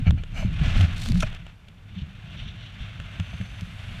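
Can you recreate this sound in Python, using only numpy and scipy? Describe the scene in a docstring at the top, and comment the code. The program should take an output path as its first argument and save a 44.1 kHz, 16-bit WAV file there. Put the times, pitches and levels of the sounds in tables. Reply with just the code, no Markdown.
"""A deep, gusty rumble and a rush of air: a night parachute descent, heard from a camera on the harness.
Eddies buffet the housing and canopy flaps excite its low modes. For the first second or so the canopy
flutters, cloth rubs and snaps and webbing scrapes, until gear strikes the housing with a hard clack.
A calmer glide follows, with soft swishes, a few flaps and the thin hiss and whistle of the lines."""
import sys
import numpy as np
from scipy.fft import rfft, irfft, next_fast_len
from scipy.io import wavfile
from scipy.ndimage import uniform_filter1d, map_coordinates

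SR = 44100
rng = np.random.default_rng(int(sys.argv[2]) if len(sys.argv) > 2 else 0)


def store_wav(level_fs):
    """Save 16-bit WAV to argv[1]."""
    pcm = np.round(np.clip(np.atleast_2d(level_fs), -1, 1) * 32767)
    wavfile.write(sys.argv[1], SR, pcm.T.astype(np.int16))


N = 176400
T = np.arange(N) / SR


def amp(db):
    """Decibels to amplitude ratio."""
    return 10 ** (np.asarray(db) / 20)

def unit(x):
    """Normalisation to rms 1."""
    return x / np.sqrt(np.mean(x ** 2) + 1e-20)

def curve(rows):
    """Linear interpolation of (time_s, value) rows at every sample."""
    return np.interp(T, *np.transpose(rows))

def wobble(rate_hz):
    """Smooth random modulation: a spline through rate_hz knots a second."""
    return map_coordinates(rng.standard_normal(4096), [T * rate_hz + 2], mode="wrap")

def filtered(x, response):
    """Linear filtering: the spectrum of x times a frequency response."""
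    size = next_fast_len(N + SR // 2)
    return irfft(rfft(x, size) * response(np.fft.rfftfreq(size, 1 / SR)), size)[:N]

def coloured(x, spectrum):
    """Spectral shaping by (frequency_hz, gain_db) points on a log axis, at rms 1."""
    hz, db = np.transpose(spectrum)
    return unit(filtered(x, lambda f: amp(np.interp(np.log(f + 1), np.log(hz + 1), db))))

def noise():
    """Gaussian white noise."""
    return rng.standard_normal(N)

def grains(rate_hz, spread_db):
    """Shot noise: random impulses of uneven size, at rms 1."""
    impulses = (rng.random(N) < rate_hz / SR) * rng.choice([-1, 1], N)
    return unit(impulses * amp(spread_db * np.clip(noise(), -2, 2)))

def struck(start_s, attack_s, t60_s):
    """Envelope of a blow: quick rise, exponential decay."""
    age = np.maximum(T - start_s, 0)
    return (1 - np.exp(-age / attack_s)) * np.exp(-np.minimum(np.log(1000) * age / t60_s, 20))

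def swell(peak_s, rise_s, fall_s):
    """Two-sided Gaussian envelope; rise and fall are its 1/e times."""
    width_s = np.where(T < peak_s, rise_s, fall_s)
    return np.exp(-np.minimum(((T - peak_s) / width_s) ** 2, 20))

def resonant(modes, f):
    """Modal superposition: damped resonances summed with alternating sign."""
    return sum((-1) ** k * amp(db) * 1j * f * width / (hz * hz - f * f + 1j * f * width)
               for k, (hz, width, db) in enumerate(modes))


# Strength of the rush over the canopy and the hiss at the lines: time_s, level_db
RUSH_LEVEL = [(0, -52.5), (.14, -58.5), (.3, -56.5), (.45, -52), (.56, -44), (.7, -40.5), (.86, -45.5),
              (.91, -40), (1, -46), (1.18, -50.5), (1.27, -48), (1.35, -48), (1.41, -56.5), (1.5, -55),
              (1.56, -64.5), (1.85, -60.5), (1.97, -55.5), (2.13, -54.5), (2.4, -49.5), (2.56, -53),
              (2.9, -48.5), (3.12, -49), (3.5, -49), (3.75, -49), (4, -45)]
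HISS_LEVEL = [(0, -73), (2.8, -82), (3.35, -67), (4, -64.5)]
# Their spectra: frequency_hz, gain_db
RUSH_SPECTRUM = [(210, -23), (350, -14), (480, -12), (650, -2.5), (900, -9.5), (1400, -2.5), (2000, -1),
                 (2730, -0.5), (3560, -3.5), (4960, -21), (6190, -22), (6800, -25), (9000, -30.5),
                 (11500, -40), (15200, -42)]
HISS_SPECTRUM = [(2000, -36), (4500, 4), (5300, -4), (6200, -13.5), (6800, -5), (9000, -6.5), (11500, -8.5),
                 (15000, -24)]
def airflow(rush_db=1, waver_db=0.56, flicker_db=1.42):
    """Turbulence over the canopy and past the lines radiates broadband noise."""
    level_db = curve(RUSH_LEVEL) + rush_db + waver_db * wobble(14) + flicker_db * wobble(90)
    rush = coloured(noise(), RUSH_SPECTRUM) * amp(level_db)
    hiss = coloured(noise(), HISS_SPECTRUM) * amp(curve(HISS_LEVEL))
    return rush + hiss

# Strength of the buffeting: time_s, level_db
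BUFFET_LEVEL = [(0, -21), (.05, -27), (.1, -21), (.15, -24), (.22, -30.5), (.29, -37), (.38, -25),
                (.47, -27), (.57, -26.5), (.63, -18), (.71, -26), (.78, -15.5), (.85, -26), (.96, -28),
                (1.05, -29), (1.14, -21), (1.24, -23), (1.29, -32), (1.44, -38.5), (1.6, -50),
                (1.78, -45.5), (1.98, -36.5), (2.14, -44), (2.42, -34.5), (2.7, -41), (2.9, -37.5),
                (3.3, -39), (4, -37)]
# Eddy spectra while the canopy settles and in the glide: frequency_hz, gain_db
GUST_SPECTRUM = [(12, -47), (20, 7.5), (49, -1.5), (92, 1.5), (106, 0.5), (130, -11), (168, -3),
                 (185, -8.5), (220, -18), (280, -22.5), (372, -38), (500, -43), (650, -59), (1100, -120)]
GLIDE_SPECTRUM = [(12, -37), (20, -17), (43, -0.5), (80, -6), (97, 5), (130, -7), (180, -7.5), (208, -13.5),
                  (235, -19), (308, -28.5), (425, -38.5), (500, -44), (650, -63), (1100, -120)]
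def buffeting(buffet_db=-1, lumps_db=1.25, glide_s=1.68, crossfade_s=0.61):
    """Pressure fluctuations of eddies shake the housing; the deepest fade as the glide begins."""
    calm = np.clip((T - glide_s) / crossfade_s + .5, 0, 1)
    eddies = np.sqrt(1 - calm) * coloured(noise(), GUST_SPECTRUM)
    eddies += np.sqrt(calm) * coloured(noise(), GLIDE_SPECTRUM)
    local_power = np.abs(uniform_filter1d(eddies ** 2, size=2600))
    steadied = unit(eddies / np.sqrt(local_power + 0.045))
    return steadied * amp(curve(BUFFET_LEVEL) + buffet_db + lumps_db * wobble(25.29))

# Background under the gusts: frequency_hz, gain_db
FLOOR_SPECTRUM = [(100, 4), (300, 0), (700, -1.5), (1500, -4), (3500, -20), (4500, -18), (7000, -21.5),
                  (10000, -29), (15000, -30)]
def background(level_db=-62):
    """Stationary noise forms a quiet floor."""
    return amp(level_db) * coloured(noise(), FLOOR_SPECTRUM)

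def camera_whine(pitch_hz=11719, level_db=-85.5, jitter_rad=.6):
    """The camera emits a faint tone with slight phase modulation."""
    return amp(level_db) * np.sin(2 * np.pi * pitch_hz * T + jitter_rad * wobble(60))

# Crackle of creasing cloth, also in snaps and rubs: frequency_hz, gain_db
CRACKLE_SPECTRUM = [(1500, -13), (4000, 7), (5000, 0.5), (6000, -2.5), (8000, -5), (9500, -8.5),
                    (11500, -14.5), (15000, -20)]
def crinkles(relative_db=-21):
    """Sparse shot noise: the canopy ticks, more strongly in faster air."""
    ticks = coloured(grains(rate_hz=83, spread_db=4), CRACKLE_SPECTRUM)
    return amp(curve(RUSH_LEVEL) + relative_db) * ticks

# Canopy flaps: start_s, level_db, pitch_ratio
CANOPY_FLAPS = [(.067, -8, 0.93), (.09, -10, 0.84), (.129, -13.5, 0.734), (.448, -13, 1.11),
                (0.613, -9, 0.82), (0.668, -14, 0.9), (.764, -11.5, 0.97), (0.837, -13, .9),
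                (.9, -20.5, 0.97), (1.099, -15, 1.24), (1.13, -14.5, 0.92), (1.231, -21.5, 1.23),
                (2.019, -22, 0.84), (2.807, -25.5, 0.66), (2.997, -29, 1.01), (3.196, -17.5, 0.99),
                (3.339, -25.5, .9), (3.402, -21, 1.11), (3.62, -22.5, 1.035)]
# Low modes of the housing: pitch_hz, gain_db, t60_s
LOW_MODES = [(95.9, 4.5, 0.098), (164.5, 1, .085), (42.8, -15, 0.06)]
def flaps(attack_s=0.0055, flap_db=1):
    """Damped free vibration: each flap pushes the housing and its low modes ring down."""
    booms = np.zeros(N)
    for start_s, db, pitch_ratio in CANOPY_FLAPS:
        for hz, mode_db, t60_s in LOW_MODES:
            envelope = amp(db + mode_db + flap_db) * struck(start_s, attack_s, t60_s)
            booms += envelope * np.sin(2 * np.pi * hz * pitch_ratio * (T - start_s))
    return booms

# Snaps of cloth and lines: peak_s, level_db, relative_treble_db
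TENSION_SNAPS = [(.070, -38, -28), (0.1084, -22.5, -22), (.182, -43, -20), (0.2371, -29, -26),
                 (0.8097, -18, -21), (1.061, -28.5, -5), (1.088, -31, -1), (1.1203, -32.5, -0.5),
                 (1.157, -27.5, -20), (1.3287, -31.5, -19), (1.349, -34, -9), (1.467, -36, -17),
                 (1.686, -41.5, -8.5), (3.001, -30.5, -19), (3.2, -27, -18), (3.413, -27.5, -24),
                 (3.61, -41, -0.5)]
# Body of a snap: frequency_hz, gain_db
SNAP_SPECTRUM = [(300, -2), (650, 9), (950, -7.5), (1400, 5.5), (2000, 4), (3400, 5.5), (4800, -21),
                 (7000, -13.5), (14000, -43.5)]
def snaps(body_db=-6, treble_db=-3, lead_s=0.001, t60_s=0.014, patter_db=3):
    """Sudden tension makes a transient: cloth and lines creak briefly, then crack."""
    body, treble = np.zeros(N), np.zeros(N)
    for peak_s, db, bright_db in TENSION_SNAPS:
        nepers = np.maximum((peak_s - T) / lead_s, np.log(1000) * (T - peak_s) / t60_s)
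        envelope = amp(db) * np.exp(-np.minimum(nepers, 20))
        body += envelope
        treble += amp(bright_db) * envelope
    crack = amp(body_db) * body * coloured(noise(), SNAP_SPECTRUM)
    crackle = amp(treble_db) * treble * coloured(noise(), CRACKLE_SPECTRUM)
    return amp(patter_db * wobble(900)) * (crack + crackle)

# Webbing strokes on the housing: peak_s, rise_s, fall_s, level_db, relative_treble_db
WEBBING_STROKES = [(0.078, .016, 0.016, -35, -36), (.185, 0.015, 0.02, -47, -30),
                   (0.391, 0.041, 0.061, -38, -13)]
# Housing modes under a scrape: pitch_hz, width_hz, gain_db
SCRAPE_MODES = [(675, 110, 3), (1330, 110, -1), (1610, 270, -2.5), (2340, 140, 4.5), (2654, 67, 1.5),
                (2920, 120, 1), (4260, 240, -10), (6200, 300, -21), (7420, 110, -28)]
# Bright edge of a scrape: frequency_hz, gain_db
EDGE_SPECTRUM = [(3000, -12), (5000, 0), (5750, -9), (6000, 2.5), (6300, 4.5), (6600, -8.5), (7400, -3.5),
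                 (9300, -16), (10300, -13), (11400, -21), (13400, -17.5), (15000, -22)]
def scrapes():
    """Stick-slip friction: fine slips of the webbing excite the housing's resonances."""
    body = unit(filtered(grains(rate_hz=7000, spread_db=2.5), lambda f: resonant(SCRAPE_MODES, f)))
    edge = coloured(grains(rate_hz=8900, spread_db=5.5), EDGE_SPECTRUM)
    return sum(amp(db) * swell(peak_s, rise_s, fall_s) * (body + amp(treble_db) * edge)
               for peak_s, rise_s, fall_s, db, treble_db in WEBBING_STROKES)

# Blows of gear on the housing: start_s, level_db, lowpass_hz, pitch_ratio
GEAR_KNOCKS = [(0.425, -25, 900, 1.04), (1.224, -20.5, 3000, 0.89), (1.2292, -14.5, 2700, 1.02),
               (3.197, -38, 1300, 1.05), (3.329, -35, 900, 1.1)]
# Modes of the housing's shell: pitch_hz, width_hz, gain_db
SHELL_MODES = [(614, 63, 0.5), (1450, 270, -2.5), (2420, 81, 5), (2910, 73, 1), (3340, 87, -11),
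               (5980, 94, -20)]
def knocks(attack_s=0.00067, t60_s=0.024):
    """Impact excitation: gear rings the shell, and a softer contact passes less treble."""
    clacks = np.zeros(N)
    for start_s, db, lowpass_hz, pitch_ratio in GEAR_KNOCKS:
        response = lambda f: resonant(SHELL_MODES, f / pitch_ratio) / (1 + (f / lowpass_hz) ** 4)
        scuff = noise()
        ring = filtered(scuff * struck(start_s, attack_s, t60_s), response)
        clacks += amp(db) * ring / np.std(filtered(scuff, response))
    return clacks

# Cloth strokes near the microphone: peak_s, rise_s, fall_s, level_db, relative_crackle_db
CLOTH_STROKES = [(.66, 0.045, 0.12, -36, -20), (0.792, 0.068, 0.076, -34.5, -14),
                 (1.06, 0.093, 0.056, -48, 5.5), (1.18, 0.049, 0.07, -49.5, 1),
                 (1.265, .015, .025, -44, -14)]
# Sliding cloth: frequency_hz, gain_db
CLOTH_SPECTRUM = [(210, -25), (350, -2.5), (450, -9), (680, 3.5), (960, -10), (1300, -2), (1750, 0),
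                  (3140, 0), (4660, -13.5), (7480, -22.5), (15200, -60)]
def rubbing(ripple_db=2.3, clump_db=3):
    """Friction noise: cloth slides and its creases crackle; incoherent strokes add in power."""
    rub_power, crackle_power = np.zeros(N), np.zeros(N)
    for peak_s, rise_s, fall_s, db, crackle_db in CLOTH_STROKES:
        power = (amp(db) * swell(peak_s, rise_s, fall_s)) ** 2
        rub_power += power
        crackle_power += amp(crackle_db) ** 2 * power
    slide = coloured(grains(rate_hz=9000, spread_db=0), CLOTH_SPECTRUM) * amp(ripple_db * wobble(130))
    creases = grains(rate_hz=5000, spread_db=6.5) * amp(clump_db * wobble(170))
    return np.sqrt(rub_power) * slide + np.sqrt(crackle_power) * coloured(creases, CRACKLE_SPECTRUM)

# Bursts of edge flutter: start_s, length_s, level_db, pitch_hz
EDGE_FLUTTERS = [(0.771, 0.094, -13.5, 91), (1.064, 0.062, -29.5, 222), (1.127, 0.096, -17, 173.9),
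                 (1.954, 0.053, -32, 189)]
def flutter(waver_fraction=.04):
    """Aeroelastic flutter: a loose edge oscillates briefly at a wavering rate."""
    bursts = np.zeros(N)
    for start_s, length_s, db, pitch_hz in EDGE_FLUTTERS:
        rate_hz = (T > start_s) * pitch_hz * (1 + waver_fraction * wobble(60))
        envelope = amp(db) * np.sin(np.pi * np.clip((T - start_s) / length_s, 0, 1))
        bursts += envelope * np.sin(2 * np.pi * np.cumsum(rate_hz) / SR)
    return bursts

# Rips of cloth pulled taut: peak_s, half_length_s, level_db
CLOTH_RIPS = [(0.813, 0.0035, -33.5), (1.208, 0.0043, -28.5), (1.227, .009, -36)]
# Their spectrum: frequency_hz, gain_db
RIP_SPECTRUM = [(800, -19), (2000, -0.5), (3200, 6), (4200, 0), (4900, -4), (5900, -0.5), (7500, -9),
                (10000, -12.5), (15000, -29)]
def rips(ripple_db=2):
    """Stick-slip under tension: taut cloth gives a quick, bright burst of impulses."""
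    envelope = sum(amp(db) * swell(peak_s, half_s, half_s) for peak_s, half_s, db in CLOTH_RIPS)
    slips = grains(rate_hz=12000, spread_db=3) * amp(ripple_db * wobble(500))
    return envelope * coloured(slips, RIP_SPECTRUM)

# Swishes in the glide: peak_s, rise_s, fall_s, level_db
CANOPY_SWISHES = [(1.685, 0.0023, 0.0032, -47), (2.01, 0.074, 0.025, -52.5), (2.411, 0.12, 0.036, -47),
                  (2.495, 0.042, 0.031, -45), (2.66, .09, .06, -49.5), (2.85, 0.051, 0.021, -48.5)]
# Their spectrum: frequency_hz, gain_db
SWISH_SPECTRUM = [(1000, -20), (2300, -6.5), (2800, 5.5), (3200, 5.5), (3700, 3.5), (4300, -7.5),
                  (4900, -19), (5800, -14), (7000, -28), (14000, -53.5)]
def swishes(ripple_db=3.2):
    """Flow noise: air sweeps the smooth canopy in short, bright swells."""
    envelope = sum(amp(db) * swell(peak_s, rise_s, fall_s) for peak_s, rise_s, fall_s, db in CANOPY_SWISHES)
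    return envelope * coloured(noise(), SWISH_SPECTRUM) * amp(ripple_db * wobble(80))

# Narrow band of a singing line: frequency_hz, gain_db
WHISTLE_SPECTRUM = [(4500, -48.5), (5750, -21), (6020, 2), (6330, 3), (6550, -18), (8000, -50)]
def line_whistle(peak_s=3.4, half_length_s=0.29, level_db=-67):
    """Aeolian tone: a line in the airstream sings with a faint, breathy whistle."""
    return amp(level_db) * swell(peak_s, half_length_s, half_length_s) * coloured(noise(), WHISTLE_SPECTRUM)

def scene():
    """Superposition of wind, canopy and harness at one nearby microphone."""
    continuous = airflow() + buffeting() + background() + camera_whine() + crinkles()
    events = flaps() + snaps() + scrapes() + knocks() + rubbing() + flutter() + rips() + swishes()
    return (continuous + events + line_whistle())[None]

# Peaks and dips of the microphone port: centre_hz, width_hz, gain_db
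PORT_RESONANCES = [(650, 82, -0.5), (960, 480, 0), (1446, 140, 1.5), (1710, 45, 2.5), (1903, 300, -2.5),
                   (2096, 26, 3), (2400, 120, 1), (2720, 75, 2), (3176, 21, 1.5), (3573, 54, 2),
                   (3910, 140, -3.5), (4330, 46, 1), (4920, 300, -1), (5800, 250, 3)]
def record(dry, band_limit_hz=15380):
    """Resonance in the microphone port colours everything; the camera cuts off at its band limit."""
    port_db = lambda f: sum(db / (1 + (2 * (f - hz) / width) ** 2) for hz, width, db in PORT_RESONANCES)
    return filtered(dry[0], lambda f: amp(port_db(f)) * (f < band_limit_hz))[None]


dry = scene()
out = record(dry)
store_wav(out)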